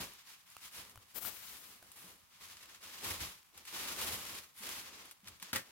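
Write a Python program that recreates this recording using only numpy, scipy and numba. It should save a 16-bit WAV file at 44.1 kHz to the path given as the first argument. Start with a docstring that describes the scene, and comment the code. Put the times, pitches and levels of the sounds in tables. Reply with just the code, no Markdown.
"""In a small carpeted bedroom, plastic film is slit and dragged off a mattress, a metre or two from a
hand-held phone. The sliding film hisses and crinkles as it rubs and its wrinkles buckle, and the mattress
rumbles under it. Hands bump the padding, single creases snap, and near the end the taut film slaps twice.
Fingers knock on the phone and brush over its left microphone hole."""
import sys
import numpy as np
from scipy import signal
from scipy.fft import rfft, irfft
from scipy.io import wavfile
from scipy.ndimage import uniform_filter1d
from numba import njit

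SR = 44100
rng = np.random.default_rng(int(sys.argv[2]) if len(sys.argv) > 2 else 0)


def waveform_to_disk(signal):
    """Save audio, clipped to [-1, 1], as 16-bit WAV at the path in sys.argv[1]."""
    frames = np.transpose(np.atleast_2d(signal))
    scaled = np.clip(frames, -1, 1) * 32767
    samples = np.round(scaled).astype(np.int16)
    wavfile.write(sys.argv[1], SR, samples)


N = 251811
T = np.arange(N) / SR

# Tone curves: how much bass and treble each sound has. Each row: frequency in Hz, relative level in dB.
ROOM_TONE = [(20, -2), (80, 4), (160, 7), (450, -6), (1000, 4.5), (4000, -10), (16000, -5)]
FIRM_TOUCH_TONE = [(40, -1), (110, 0), (250, -2), (700, -1), (1900, -2), (3500, -4), (6000, -7),
                   (10000, -3.5), (16000, 1)]
LIGHT_TOUCH_TONE = [(4000, -6), (9000, -0.5), (14500, 3)]
COVER_TONE = [(150, -23.5), (195, -2), (320, -1.5), (430, -3), (550, -3.5), (720, -6.5), (1200, -6)]
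FLUTTER_TONE = [(20, -25), (45, -14), (66, -4), (90, -3), (120, -8.5), (160, -13), (300, -18)]
SLAP_TONE = [(50, -21), (110, 5), (155, -4), (210, 1.5), (350, -5), (750, -7), (1100, -3.5), (1400, -0.5),
             (2200, -0.5), (3500, -3.5), (7000, -7.5), (11500, -10.5), (16000, -10)]
HISS_TONE = [(500, -32), (750, -10.5), (1050, -1.5), (1500, -3), (2200, -0.5), (3200, -0.5), (5000, -2),
             (7500, -5), (10000, -10), (16000, -44)]
SHEEN_TONE = [(5000, -21), (7500, -6), (10300, -4), (12000, -8), (13500, -6), (16000, -11.5)]  # sheen is the film's highest treble

# Levels below compare the rows of one table. A decay is the time to fall to about a third.
# Knocks on the phone. Each row: start in seconds, level in dB, click pitch in Hz, click decay in seconds,
# thump compared with the click in dB, left minus right in dB.
PHONE_KNOCKS = [(.5668, -40.5, 1250, .0015, -24, -3), (.9576, -45.5, 1100, .0012, -10, 2),
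                (.9755, -46, 1400, .0012, -6, 4), (1.25, -38, 1400, .002, -14, 2),
                (1.8263, -51, 700, .003, -19, -1)]
# A finger on the left hole. Each row: start and let-go in seconds, level in dB, whistle pitch in Hz.
FINGER_TOUCHES = [(1.138, 1.182, -38.5, 14400), (1.202, 1.231, -40.5, 13600), (1.236, 1.29, -39.5, 13200),
                  (1.307, 1.537, -47, 14400), (1.55, 1.714, -51.5, 14500)]
# Hands on the mattress. Each row: start in seconds, level in dB, pitch in Hz.
HAND_BUMPS = [(.0, -51, 197), (0.01, -56, 101), (2.04, -63.5, 182), (3.106, -53, 93), (3.214, -48.5, 70.6),
              (3.736, -69, 191), (4.127, -53.5, 108), (4.603, -62.5, 215), (5.231, -65.5, 192),
              (5.422, -63.5, 183)]
# Creases snapping. Each row: start in seconds, level in dB, extra sheen in dB, decay in seconds.
CREASE_SNAPS = [(.135, -57, 6, .0027), (.501, -58.5, 8.5, 0.0017), (.549, -54, -6, .002),
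                (.896, -55, 7, 0.0016), (1.9168, -52, 5.5, 0.0025), (2.569, -47.5, -14, .003),
                (2.6274, -50, -4, 0.0081), (2.746, -48, -8, .0036), (2.827, -50, -7, .004),
                (3.5764, -49.5, 1, 0.0048), (3.6526, -51, 0, .005), (3.675, -52, -4, 0.0055),
                (5.055, -58.5, 8, .0029), (5.111, -49.5, 2, 0.0059), (5.273, -44, -5.5, .0052),
                (5.283, -47, 2, .003), (5.399, -51, -3, .003), (5.4257, -37.5, -3, .0028),
                (5.514, -59, -11, .0022)]
# The hits that make up the slaps. Each row: start in seconds, level in dB, decay in seconds.
SLAP_HITS = [(5.5305, -31.5, 0.0057), (5.55, -38, 0.0067), (5.559, -31.5, 0.0052), (5.578, -47, 0.027)]
# Tones that ring after a hit. Each row: pitch in Hz, level in dB, seconds to fade by 60 dB.
BED_TONES = [(193, -16, 0.2), (365, -5.5, 0.18), (536, -5, 0.21), (1356, 1.5, 0.11), (1800, -6, 0.27),
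             (1920, 4.5, 0.13)]
# Pulls on the film. Each row: start and let-go in seconds, level in dB, then sheen, cover rub and
# flutter, each in dB added to that level.
FILM_PULLS = [(-.04, 0.001, -44, -0.5, -6.5, -11), (0.096, 0.208, -61.5, -4.5, -38, -37),
              (0.237, 0.322, -57.5, -1.5, -22.5, -31), (0.439, 0.585, -64.5, 0, -28, -22.5),
              (0.586, 0.654, -56, 0.5, -17.5, -19), (0.706, 0.777, -53, 1.5, -19, -19),
              (0.753, 0.785, -54, -7, -6.5, -11), (0.827, 0.947, -68.5, 1, -4.5, -7),
              (0.983, 1.01, -65, -2, -7, -10), (1.052, 1.12, -64.5, 0, -24, -24),
              (1.12, 1.256, -65.5, -8, -6, -12), (1.237, 1.294, -53, -3, -11, -15),
              (1.32, 1.477, -58, -1, -17.5, -18), (1.473, 1.566, -57, 1, -12.5, -15.5),
              (1.58, 1.756, -61, 0.5, -12.5, -15.5), (1.795, 1.905, -66, 1.5, -9, -10),
              (1.924, 2.008, -60.5, 3.5, -12, -15), (2.009, 2.107, -62, 1.5, -6, -10),
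              (2.177, 2.22, -73.5, -11, -11, 0), (2.293, 2.404, -63, -4, -20, -13),
              (2.376, 2.541, -56.5, -1.5, -16.5, -18), (2.56, 2.755, -61, -3, -13.5, -16),
              (2.797, 3.056, -53.5, -1.5, -14.5, -21), (3.01, 3.108, -43, 0.5, -10, -13.5),
              (3.11, 3.194, -52.5, -2, -12, -9), (3.187, 3.224, -43, -1, -11, -12.5),
              (3.517, 3.599, -61.5, -2.5, -9.5, -12.5), (3.641, 3.74, -52.5, -1.5, -20.5, -22),
              (3.71, 3.945, -46, -1, -12, -18.5), (3.952, 4.14, -43.5, 1, -10, -13),
              (4.148, 4.371, -50.5, -0.5, -11.5, -16), (4.536, 4.623, -58, 3, -19, -19),
              (4.602, 4.723, -47.5, 0, -13, -19.5), (4.736, 4.788, -50, -0.5, -11, -16.5),
              (4.821, 5.052, -56.5, -4, -10.5, -20), (5.224, 5.319, -62, -4, -8, -5),
              (5.394, 5.484, -56, -5, -14.5, -27), (5.61, 5.69, -64, -4, -8, -18)]


def undb(db):
    """Turn decibels into a gain to multiply by."""
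    return 10 ** (np.asarray(db) / 20)


def unit(x):
    """Scale a signal to an average power of 1."""
    return x / np.sqrt(np.mean(x ** 2))


def pan(db):
    """Left and right gains, with the left louder by db."""
    return undb(np.array([[db], [-db]]) / 2)


def colour(x, points, size=4096):
    """Filter a sound through a tone curve; white noise keeps its power."""
    hz, db = np.transpose(points)
    octave = np.log2(np.maximum(np.fft.rfftfreq(size, 1 / SR), 1))
    outside = np.abs(octave - np.clip(octave, np.log2(hz[0]), np.log2(hz[-1])))
    gain_db = np.maximum(np.interp(octave, np.log2(hz), db) - 18 * outside, -80)
    # fold the filter so that it never rings before a sound arrives
    cepstrum = irfft(np.log(undb(gain_db)))
    cepstrum[1:size // 2] *= 2
    cepstrum[size // 2 + 1:] = 0
    response = irfft(np.exp(rfft(cepstrum)))
    return np.apply_along_axis(signal.fftconvolve, -1, x, response / np.linalg.norm(response))[..., :N]


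def wander(rate):
    """Glide to a new random value rate times a second."""
    hold = int(SR / rate)
    steps = np.repeat(rng.standard_normal(N)[:N // hold + 1], hold)
    return unit(uniform_filter1d(steps, hold)[:N])


def crackle(rate, spread_db):
    """Tiny clicks of uneven size at random moments, about rate a second."""
    size = undb(spread_db * np.minimum(rng.exponential(size=N), 5))
    return unit((rng.random(N) < rate / SR) * size * rng.choice([-1, 1], N))


def fade(start, decay_s):
    """A gain that jumps up at start, then dies away."""
    return (T >= start) * np.exp(-np.clip((T - start) / decay_s, 0, 40))


def stroke(start, end, attack_s, release_db_per_s):
    """Gain of one hand movement: it rises, holds until let go, then dies away."""
    return np.clip((T - start) / attack_s, 0, 1) * undb(-release_db_per_s * np.maximum(T - end, 0))


@njit
def resonate(x, hz, width_hz):
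    """Let through only a band around a moving pitch."""
    out, band_state, low_state = np.empty(len(x)), 0., 0.
    for i in range(len(x)):
        tuning, damping = np.tan(np.pi * hz[i] / SR), width_hz / hz[i]
        band = (band_state + tuning * (x[i] - low_state)) / (1 + tuning * (tuning + damping))
        band_state = 2 * band - band_state
        low_state += 2 * tuning * band
        out[i] = damping * band
    return out


def bedroom(x, echo_db, left_db, echo_s=0.081, right_lag_samples=4):
    """The direct sound plus a short, noisy echo scattered by the room."""
    t = T[:SR // 2]
    decay = undb(-60 * t / echo_s) ** 2 * (t > .002)
    energy = np.abs(signal.fftconvolve(x ** 2, decay / decay.sum())[:N])
    mid, side = rng.standard_normal((2, N)) * np.sqrt(energy / 2)
    # long waves reach both microphones more alike
    side = side - 0.51 * signal.sosfilt(signal.butter(1, 600, fs=SR, output="sos"), side)
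    direct = pan(left_db) * np.array([x, np.pad(x, (right_lag_samples, 0))[:N]])
    echo = undb(echo_db) * np.array([mid + side, mid - side])
    return (direct + echo) / np.sqrt(1 + undb(echo_db) ** 2)


def quiet_room():
    """The faint, steady noise of the room."""
    return undb(-70.5) * colour(rng.standard_normal((2, N)), ROOM_TONE)


def phone_knocks(thump_hz=100, thump_s=0.014):
    """Each knock gives a dead, gritty click from two tones of the case, and a low thump."""
    out = 0
    for start, db, hz, click_s, thump_db, left_db in PHONE_KNOCKS:
        turn = 2 * np.pi * (T - start)
        case = np.sin(hz * turn) + undb(-3) * np.sin(2.15 * hz * turn)
        click = fade(start, click_s) * (case + undb(-1) * rng.standard_normal(N))
        thump = undb(thump_db) * fade(start, thump_s) * np.sin(thump_hz * turn)
        out = out + undb(db) * pan(left_db) * (click + thump)
    return out


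def finger_brush(whistle_width_hz=1300, right_db=-22):
    """Skin slides over the left microphone; the half-covered hole whistles high up."""
    touches = [undb(db) * stroke(start, end, attack_s=0.023, release_db_per_s=400) + 1e-9
               for start, end, db, _ in FINGER_TOUCHES]
    pressure = sum(touches)
    whistle_hz = sum(touch * hz for touch, (*_, hz) in zip(touches, FINGER_TOUCHES)) / pressure
    rub = unit(crackle(9000, spread_db=4) + rng.standard_normal(N))
    # a light touch only hisses; a firm one whistles and rumbles too
    firm = (pressure / pressure.max()) ** 0.86
    whistle = undb(-3) * firm ** 2 * unit(resonate(rub, whistle_hz, whistle_width_hz))
    skin = firm * colour(rub, FIRM_TOUCH_TONE)
    hiss = undb(-5.5) * colour(rng.standard_normal(N), LIGHT_TOUCH_TONE)
    return (whistle + skin + hiss) * pressure * np.array([[1], [undb(right_db)]])


def hand_bumps(push_s=0.0047, decay_s=0.013):
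    """A hand pushes softly into the padding, which swings a few times."""
    out = 0
    for start, db, hz in HAND_BUMPS:
        swell = fade(start, decay_s) - fade(start, push_s)
        out = out + undb(db) * swell * np.sin(2 * np.pi * hz * (T - start))
    return undb(13.5) * out


def pull_gains(attack_s=0.039, resting_db=-74, settle_db=-14.5, flutter_lag_s=0.0085):
    """How strongly the pulls drive hiss, sheen, cover rub and flutter; overlapping pulls add in power."""
    hiss = sheen = undb(resting_db) ** 2  # the film never quite rests
    cover = flutter = 0
    for start, end, db, sheen_db, cover_db, flutter_db in FILM_PULLS:
        pull = undb(db) * stroke(start, end, attack_s, release_db_per_s=172)
        # the stretched film settles more slowly than the pull
        settle = undb(db + settle_db) * stroke(start, end, attack_s, release_db_per_s=76)
        slide = np.hypot(pull, settle)
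        hiss = hiss + slide ** 2
        sheen = sheen + (slide * undb(sheen_db)) ** 2
        cover = cover + (pull * undb(cover_db)) ** 2
        flutter = flutter + (pull * undb(flutter_db)) ** 2
    late_flutter = np.interp(T - flutter_lag_s, T, flutter)
    return np.sqrt([hiss, sheen, cover, late_flutter])


def mattress_rumble(cover_gain, flutter_gain):
    """The padded cover is rubbed and the loose sheet flaps as the film drags."""
    drag = bedroom(rng.standard_normal(N), echo_db=3, left_db=-1)
    cover = undb(4.5) * colour(drag * cover_gain, COVER_TONE)
    flutter = undb(1) * colour(drag * flutter_gain, FLUTTER_TONE)
    return cover + flutter


def crease_snaps():
    """A crease flips over in a quick run of tiny buckles."""
    buckles = crackle(15000, spread_db=-2.5)
    body_gain = sum(undb(db) * fade(start, decay) for start, db, _, decay in CREASE_SNAPS)
    sheen_gain = sum(undb(db + extra) * fade(start, decay) for start, db, extra, decay in CREASE_SNAPS)
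    body, sheen = (bedroom(buckles * gain, echo_db=-5, left_db=2.5) for gain in (body_gain, sheen_gain))
    return undb(1.5) * (colour(body, HISS_TONE) + colour(sheen, SHEEN_TONE))


def film_slaps():
    """The taut film cracks against the bed, which rings briefly."""
    hits = sum(undb(db) * fade(start, decay) for start, db, decay in SLAP_HITS)
    crack = bedroom(rng.standard_normal(N) * hits, echo_db=-1, left_db=1.5)
    ring = 0
    for start, db, _ in SLAP_HITS:
        for hz, tone_db, ring_s in BED_TONES:
            pitch = hz * (1 + 0.0052 * rng.standard_normal())
            # each microphone catches the wave at a different point in its swing
            phase = 2 * np.pi * (pitch * (T - start) + rng.random((2, 1)))
            ring = ring + undb(db + tone_db) * fade(start, ring_s / np.log(1000)) * np.sin(phase)
    return undb(5) * colour(crack, SLAP_TONE) + undb(-13) * ring


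def sliding_film(speed, sheen_gain, smooth_db=-2, grip_db=1.5, peak_buckles_per_s=5000):
    """Smooth rubbing plus buckling wrinkles, more of them the faster the film is pulled."""
    rate = peak_buckles_per_s * np.sqrt(speed / speed.max())
    wrinkles = unit(crackle(rate, spread_db=3) / np.sqrt(rate))
    friction = unit(wrinkles + undb(smooth_db) * rng.standard_normal(N))
    grip = undb(grip_db * wander(70))  # the film catches and lets go
    rub = bedroom(friction * speed * grip, echo_db=6.5, left_db=3)
    # now and then a near wrinkle ticks out of the hiss
    rub = rub + undb(-12) * pan(2) * crackle(130, spread_db=3) * speed
    hiss = undb(1.97) * colour(rub, HISS_TONE)
    sheen = undb(0.5) * colour(rub * sheen_gain / speed, SHEEN_TONE)
    return hiss + sheen


def scene():
    """Add up the room, the fingers on the phone, the mattress and the film."""
    speed, sheen_gain, cover_gain, flutter_gain = pull_gains()
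    film = sliding_film(speed, sheen_gain)
    mattress = mattress_rumble(cover_gain, flutter_gain) + hand_bumps()
    return quiet_room() + phone_knocks() + finger_brush() + mattress + crease_snaps() + film_slaps() + film


def record(dry, top_hz=15950):
    """The phone cuts off the very highest treble."""
    return signal.sosfilt(signal.ellip(10, .2, 70, top_hz, fs=SR, output="sos"), dry)


dry = scene()
out = record(dry)
waveform_to_disk(out)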